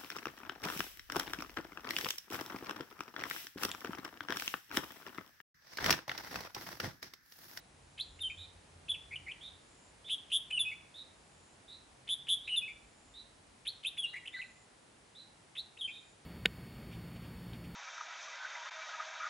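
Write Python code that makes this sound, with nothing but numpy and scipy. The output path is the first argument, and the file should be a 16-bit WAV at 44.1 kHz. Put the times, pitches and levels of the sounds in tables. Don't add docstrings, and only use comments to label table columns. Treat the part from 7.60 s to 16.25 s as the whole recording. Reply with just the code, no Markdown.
import sys
import numpy as np
from scipy import signal
from scipy.fft import rfft, irfft, next_fast_len
from scipy.io import wavfile

SR = 44100
rng = np.random.default_rng(int(sys.argv[2]) if len(sys.argv) > 2 else 0)


def file_out(sig):
    cols = np.atleast_2d(sig).T
    lim = np.clip(cols, -1, 1)
    pcm = np.round(lim * 32767).astype(np.int16)
    wavfile.write(sys.argv[1], SR, pcm)


N = 381465
TIME_S = np.arange(N) / SR


def gain_of(db):
    return 10 ** (np.asarray(db) / 20)


def gain_curve(points):
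    return gain_of(np.interp(TIME_S, *np.transpose(points)))


def unit_rms(x):
    return x / np.sqrt(np.mean(x ** 2) + 1e-20)


def at_hz(points, hz):
    table_hz, value = np.transpose(points)
    return np.interp(np.log(hz + 1), np.log(table_hz + 1), value)


def add(mix, start_s, sound):
    at = round(start_s * SR)
    sound = sound[max(-at, 0):]
    part = mix[max(at, 0):][:len(sound)]
    part += sound[:len(part)]


def wander(size, rate_hz):
    padded = next_fast_len(size + SR // 2)
    hz = np.fft.rfftfreq(padded, 1 / SR)
    spectrum = rfft(rng.standard_normal(padded)) * np.exp(-(hz / rate_hz) ** 2)
    return unit_rms(irfft(spectrum, padded))[:size]


def fade(size, edge_s=0.002):
    return signal.windows.tukey(size, min(1, 2 * edge_s * SR / size))


# f/Hz, relative density/dB
AIR_SPECTRUM_DB = [(15, -33), (30, -33), (90, -3.5), (200, -6), (330, -6.5), (600, -8.5), (850, -8),
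                   (1250, -12), (1850, -13), (3700, -17.5), (6400, -20.5), (9400, -20), (11000, -25)]
# t/s, level/dB
AIR_LEVEL_DB = [(0, -62.5), (1.5, -60.5), (2.3, -61), (4.5, -61.5), (6, -62), (8.65, -62)]
# f/Hz, correlation
AIR_CORRELATION = [(50, 0.92), (120, 0.94), (250, 0.67), (500, 0.23), (1000, 0.021), (3000, 0.21),
                   (10000, 0.77)]

def air():
    hz = np.fft.rfftfreq(N, 1 / SR)
    left, independent = rfft(rng.standard_normal((2, N)))
    correlation = at_hz(AIR_CORRELATION, hz)
    right = correlation * left + np.sqrt(1 - correlation ** 2) * independent
    spectra = np.array([left, right]) * gain_of(at_hz(AIR_SPECTRUM_DB, hz))
    return unit_rms(irfft(spectra, N)) * gain_curve(AIR_LEVEL_DB)


# t/s, level/dB
RUMBLE_LEVEL_DB = [(0, -77), (.6, -64.5), (1.1, -75), (2, -73), (2.8, -76), (3.7, -79), (4.9, -71.5),
                   (5.3, -68.5), (6, -76), (7.2, -82), (8.65, -83)]
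# t/s, level/dB
HUM_LEVEL_DB = [(0, -74), (1.2, -83), (1.55, -67.5), (1.899, -85), (2.6, -84), (3, -71.5), (3.4, -94),
                (4.15, -88), (4.4, -70.5), (4.75, -71), (5, -87), (8.65, -98)]

def rumble(centre_hz=53, width_hz=16, hum_hz=135.4, hum_drift_hz=5):
    deep = wander(N, width_hz) * np.sin(2 * np.pi * centre_hz * TIME_S)
    hum = np.sin(2 * np.pi * np.cumsum(hum_hz + hum_drift_hz * wander(N, 12.55)) / SR)
    return unit_rms(deep) * gain_curve(RUMBLE_LEVEL_DB) + unit_rms(hum) * gain_curve(HUM_LEVEL_DB)


# t/s, level/dB
ENGINE_LEVEL_DB = [(0, -71), (.4, -68), (.8, -63), (1.55, -61.5), (1.95, -72.5), (2.4, -81), (3, -72),
                   (3.8, -78), (5.5, -77), (8.65, -95)]
ENGINE_HZ, ORDERS_DB = 28.5, [(2, -7.5), (3, 1.5), (4, -24), (5, -9), (6, -14)]

def engine(drift=0.015, flutter_db=4.5):
    phase = 2 * np.pi * np.cumsum(ENGINE_HZ * (1 + drift * wander(N, 4.4))) / SR
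    hum = sum(gain_of(db + flutter_db * wander(N, 14)) * np.sin(k * phase) for k, db in ORDERS_DB)
    return unit_rms(hum) * gain_curve(ENGINE_LEVEL_DB)


# f/Hz, T60/s
YARD_T60_S = [(1500, 0.61), (3500, 0.43), (7000, 0.2), (11000, 0.27)]

def yard(x, crossfeed=0.43, build_s=0.0066):
    noise = rng.standard_normal((2, SR))
    hz, t, spectra = signal.stft(noise + crossfeed * noise[::-1], SR, nperseg=256)
    decay = gain_of(-60 * t / at_hz(YARD_T60_S, hz)[:, None])
    build = 1 - np.exp(-(t / build_s) ** 2)
    tail = signal.istft(spectra * decay * build, SR, nperseg=256)[1]
    return signal.fftconvolve(x[None], tail / np.linalg.norm(tail[0]), axes=1)[:, :N]


# delay/s, left gain, right gain
NEAR_ECHOES = [(.0023, 0.19, 0.3), (.0061, -0.27, -0.21), (0.0135, 0.29, 0.25), (0.025, .07, .05),
               (.041, 0.036, 0.042)]

def near_echoes(x):
    out = np.array([x, x])
    for delay_s, left, right in NEAR_ECHOES:
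        add(out[0], delay_s, left * x)
        add(out[1], delay_s, right * x)
    return out


# start/s, end/s, final level/dB
INSECT_SWELLS = [(0.157, 0.856, -67.5), (1.954, 2.318, -66), (3.497, 3.95, -68.5), (5.1, 5.55, -68.5),
                 (6.5, 7.055, -67.5), (8.15, 8.543, -69)]

def insect(centre_hz=7150, spread_hz=170, rise_db=12, stroke_hz=130):
    envelope = np.zeros(N)
    for start_s, end_s, db in INSECT_SWELLS:
        remaining = np.linspace(1, 0, round((end_s - start_s) * SR))
        swell = gain_of(db - rise_db * remaining ** 2)
        add(envelope, start_s, swell * fade(len(swell), edge_s=0.01))
    tone = np.sin(2 * np.pi * np.cumsum(centre_hz + spread_hz * wander(N, 295)) / SR)
    strokes = 1 + np.sin(2 * np.pi * stroke_hz * TIME_S)
    return envelope * unit_rms(tone * strokes)


# f/Hz, gain/dB
BEAK_GAIN_DB = [(4500, -6.5), (6000, -24.5), (7200, -9), (8200, -32), (9000, -5.5), (9700, -10),
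                (10500, -1), (11500, 0.5)]

def syrinx(hz, db, loud_db=-28):
    phase = 2 * np.pi * np.cumsum(hz) / SR
    effort_db = np.minimum(db - loud_db, 2)
    second = gain_of(-22 + 0.043 * effort_db + at_hz(BEAK_GAIN_DB, 2 * hz)) * np.sin(2 * phase)
    third = gain_of(-10 + 0.61 * effort_db + at_hz(BEAK_GAIN_DB, 3 * hz)) * np.sin(3 * phase)
    return np.sqrt(2) * gain_of(db) * (np.sin(phase) + second + third) * fade(len(hz))


# t/s, level/dB, f/Hz
FAR_CHIRPS = [(-.09, -46, 3860), (0.77, -46.5, 3770), (1.808, -45.5, 3664), (2.444, -46.5, 3660),
              (3.341, -46, 3810), (4.079, -48.5, 3910), (4.83, -50, 3810), (5.538, -49.5, 3890),
              (6.45, -51.5, 3880), (6.723, -48.5, 3956), (7.549, -50, 3950), (8.303, -48, 3720)]
# t/s, pitch ratio, relative level/dB
CHIRP_CONTOUR = [(0, .895, -6), (.015, .95, -1.5), (.04, 1, 0), (.07, 1.015, -1), (.095, 1.005, -12)]

def far_bird(jitter=0.0337):
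    out = np.zeros(N)
    knots_s, glide, contour_db = np.transpose(CHIRP_CONTOUR)
    t = np.arange(0, knots_s[-1], 1 / SR)
    for start_s, db, hz in FAR_CHIRPS:
        pitch_hz = hz * np.interp(t, knots_s, glide) * (1 + jitter * wander(len(t), 460))
        add(out, start_s, syrinx(pitch_hz, db + np.interp(t, knots_s, contour_db)))
    return out


def rasp(db, highpass_hz=4300, beak_share=0.05):
    size = len(db)
    hz = np.fft.rfftfreq(size, 1 / SR)
    colour = gain_of(at_hz(BEAK_GAIN_DB, hz) * beak_share) / (1 + (highpass_hz / (hz + 1)) ** 4)
    hiss = irfft(rfft(rng.standard_normal(size)) * colour, size)
    return gain_of(db) * unit_rms(hiss) * fade(size)


def flick(from_hz, to_hz, db, length_s=0.01177, jitter=0.088, shimmer_db=3, rasp_db=-19):
    u = np.linspace(0, 1, round(length_s * SR))
    hz = (from_hz + (to_hz - from_hz) * u) * (1 + jitter * wander(len(u), 1030))
    level_db = db - 7 - 28 * (u - .75) ** 2 + shimmer_db * wander(len(u), 910)
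    return syrinx(hz, level_db) + rasp(level_db + rasp_db)


def crest_db(u, top, rise_db, fall_db):
    return -np.where(u < top, rise_db * (1 - u / top) ** 2, fall_db * ((u - top) / (1 - top)) ** 2)


def voice(hz, db, trill, trill_hz=185.1, swing_hz=303, throb_db=2, shimmer_db=0.5, rasp_db=-21):
    size, trill = len(hz), np.clip(trill, 0, 1)
    cycle = 2 * np.pi * np.cumsum(trill_hz * (1 + 0.044 * wander(size, 60))) / SR
    hz = hz + trill * swing_hz * (np.sin(cycle) + 0.18 * np.sin(2 * cycle))
    jitter = .002 + .015 * trill
    hz = hz * (1 + jitter * wander(size, 450))
    db = db + trill * (throb_db * np.sin(cycle - 1) - 5) + shimmer_db * wander(size, 170)
    return syrinx(hz, db) + trill * rasp(db + rasp_db)


def whip(length_s, from_hz, to_hz, db, trill, jitter=0.02, shimmer_db=3, flutter_hz=254):
    u = np.linspace(0, 1, round(length_s * SR))
    sweep_hz = to_hz + (from_hz - to_hz) * (1 - u) ** 1.7
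    hz = sweep_hz * (1 + jitter * wander(len(u), flutter_hz))
    level_db = db + crest_db(u, top=0.38, rise_db=8, fall_db=24)
    return voice(hz, level_db + shimmer_db * wander(len(u), flutter_hz), trill)


def buzz(length_s, hz, db, trill, scoop_hz=498, scoop_s=0.0082, catch_s=0.013):
    t = np.arange(0, length_s, 1 / SR)
    pitch_hz = hz - scoop_hz * np.exp(-t / scoop_s)
    level_db = db + crest_db(t / length_s, top=0.64, rise_db=4.5, fall_db=2.5)
    catch = 0.67 * np.exp(-t / catch_s)
    return voice(pitch_hz, level_db, trill + catch)


def whistle(length_s, from_hz, to_hz, db, swell_db, trill, arch_db=4.5, settle_s=0.0032, catch_s=0.0036):
    t = np.arange(0, length_s, 1 / SR)
    u = t / length_s
    overshoot = 0.041 * np.exp(-t / settle_s)
    hz = (from_hz + (to_hz - from_hz) * u) * (1 + overshoot)
    level_db = db + swell_db * (u - .5) - arch_db * ((2 * u - 1) ** 2 - .25)
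    catch = 0.31 * np.exp(-t / catch_s)
    return voice(hz, level_db, trill + catch)


# t/s, gain/dB
FACING_GAIN_DB = [(.5, 1.5), (1.3, -1), (2.55, 2), (2.8, 5), (4.5, 3), (5, 1), (6.1, 2.5), (6.5, 6.5),
                  (8, 1)]

def turning_head(song, split_hz=5200):
    highpass = signal.butter(4, split_hz, btype="high", fs=SR, output="sos")
    treble = signal.sosfiltfilt(highpass, song)
    return song + treble * (gain_curve(FACING_GAIN_DB) - 1)


# t/s, length/s, from f/Hz, to f/Hz, level/dB, trill depth
WHIP_NOTES = [(0.393, 0.043, 3090, 4390, -35.5, 0.63), (6.067, 0.042, 3050, 4480, -35, 0.32),
              (6.247, .049, 2462, 3970, -32.5, 0.35), (7.968, 0.056, 3220, 4250, -39, 0.44)]
# t/s, length/s, f/Hz, level/dB, trill depth
BUZZ_NOTES = [(2.496, 0.054, 3328, -30.5, 0.65), (2.717, 0.058, 3350, -27.5, 0.66),
              (4.489, 0.055, 3477, -30.5, 0.47), (4.684, 0.064, 3426, -27, 0.57)]
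# lead/s, from f/Hz, to f/Hz, level/dB
LEAD_FLICKS = [(.0175, 2380, 3650, -42.5), (0.0083, 1700, 3450, -42)]
# t/s, length/s, from f/Hz, to f/Hz, level/dB, start-to-end swell/dB, trill depth
WHISTLE_NOTES = [ (0.602, 0.026, 3680, 3600, -42, 19, 0), (.632, 0.052, 3173, 3054, -36.5, -3.5, 0.18),
                 (0.698, 0.022, 2366, 2484, -41, -2, 0.3), (1.292, 0.02, 3382, 3440, -33, 7, 0),
                 (1.312, 0.015, 3230, 3450, -33.5, -3, 0.32), (1.341, .019, 2900, 2466, -41, -9, 0.7),
                 (1.508, 0.019, 2250, 2006, -48.5, 8, 0.32), (1.521, 0.031, 2260, 2450, -42, -1, 0.4),
                 (1.557, 0.013, 3050, 2800, -39, 0, 0.3), (1.663, 0.019, 2240, 1956, -47, 10, 0.3),
                 (1.682, 0.032, 2200, 2520, -42.5, -6, .4), (1.713, 0.0125, 3100, 2900, -41, 7, 0.64),
                 (2.909, 0.014, 2570, 2440, -40, -12, .3), (2.923, 0.055, 3036, 2868, -36, 4, 0),
                 (2.970, 0.0167, 2867, 2760, -28.5, 6, 0.11), (2.991, 0.037, 3576, 3395, -31.5, 5.5, 0.2),
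                 (3.049, 0.061, 2494, 2604, -40.5, 1, 0.15), (3.112, 0.032, 2180, 2346, -44, 1, 0.33),
                 (4.877, 0.017, 2630, 2390, -39, -6, 0.63), (4.891, 0.073, 2980, 2822, -34.5, 5, 0.22),
                 (4.961, .034, 3643, 3390, -32, 3.5, 0.15), (5.016, 0.063, 2480, 2630, -44.5, -4, 0.14),
                 (5.078, 0.044, 2288, 2372, -44.5, -10, 0.3), (6.379, 0.032, 3440, 3333, -36, 4.5, .04),
                 (6.418, .021, 3266, 3186, -41, 13, 0.2), (6.438, 0.024, 2857, 2770, -32, -2, 0),
                 (6.540, .015, 2040, 1920, -40, -1, 0.06), (6.557, 0.032, 2070, 2310, -44, -10, 0.64),
                 (6.658, 0.011, 2660, 2880, -44, 1, .7), (6.674, 0.011, 3140, 2750, -38, 0, 0.7),
                 (6.738, 0.029, 2030, 1940, -41.5, 4, 0), (6.762, .027, 1590, 1555, -52, 9, 0.02),
                 (6.790, 0.022, 1955, 2060, -42.5, 2, 0.13), (6.814, 0.017, 2704, 2400, -41, 0, 0.66),
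                 (8.186, 0.022, 3780, 3640, -51, 6, 0), (8.209, .030, 3350, 3220, -37, -4, 0.28),
                 (8.24, 0.027, 3170, 3100, -37, -5, 0.04), (8.276, 0.028, 2483, 2450, -40.5, 7, 0.32), ]
# t/s, top f/Hz, level/dB
RUN_FLICKS = [(0.587, 3060, -45.5), (1.281, 3440, -38), (2.902, 3160, -36), (4.871, 3100, -38.5),
              (6.37, 3260, -39.5), (6.532, 2370, -43), (6.650, 2850, -44), (6.729, 2180, -49),
              (8.169, 3150, -46)]

def bulbul(flick_foot_ratio=.66):
    song = np.zeros(N)
    for note, rows in [(whip, WHIP_NOTES), (buzz, BUZZ_NOTES)]:
        for start_s, *shape in rows:
            add(song, start_s, note(*shape))
            for lead_s, *sweep in LEAD_FLICKS:
                add(song, start_s - lead_s, flick(*sweep))
    for start_s, *shape in WHISTLE_NOTES:
        add(song, start_s, whistle(*shape))
    for start_s, top_hz, db in RUN_FLICKS:
        add(song, start_s, flick(flick_foot_ratio * top_hz, top_hz, db))
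    return song


def scene(song_wet_db=-12, far_dry_db=-5, far_wet_db=-10, far_pan_db=1.5):
    song = turning_head(bulbul())
    far_calls = far_bird() + insect()
    near = near_echoes(song) + gain_of(song_wet_db) * yard(song)
    far = gain_of(far_dry_db) * far_calls + gain_of(far_wet_db) * yard(far_calls)
    pan = gain_of([[-far_pan_db], [far_pan_db]])
    return near + far * pan + engine() + rumble() + air()


def record(dry, cutoff_hz=11200):
    lowpass = signal.firwin(401, cutoff_hz, window=("kaiser", 9), fs=SR)
    return signal.oaconvolve(dry, lowpass[None], "same")


dry = scene()
out = record(dry)
file_out(out)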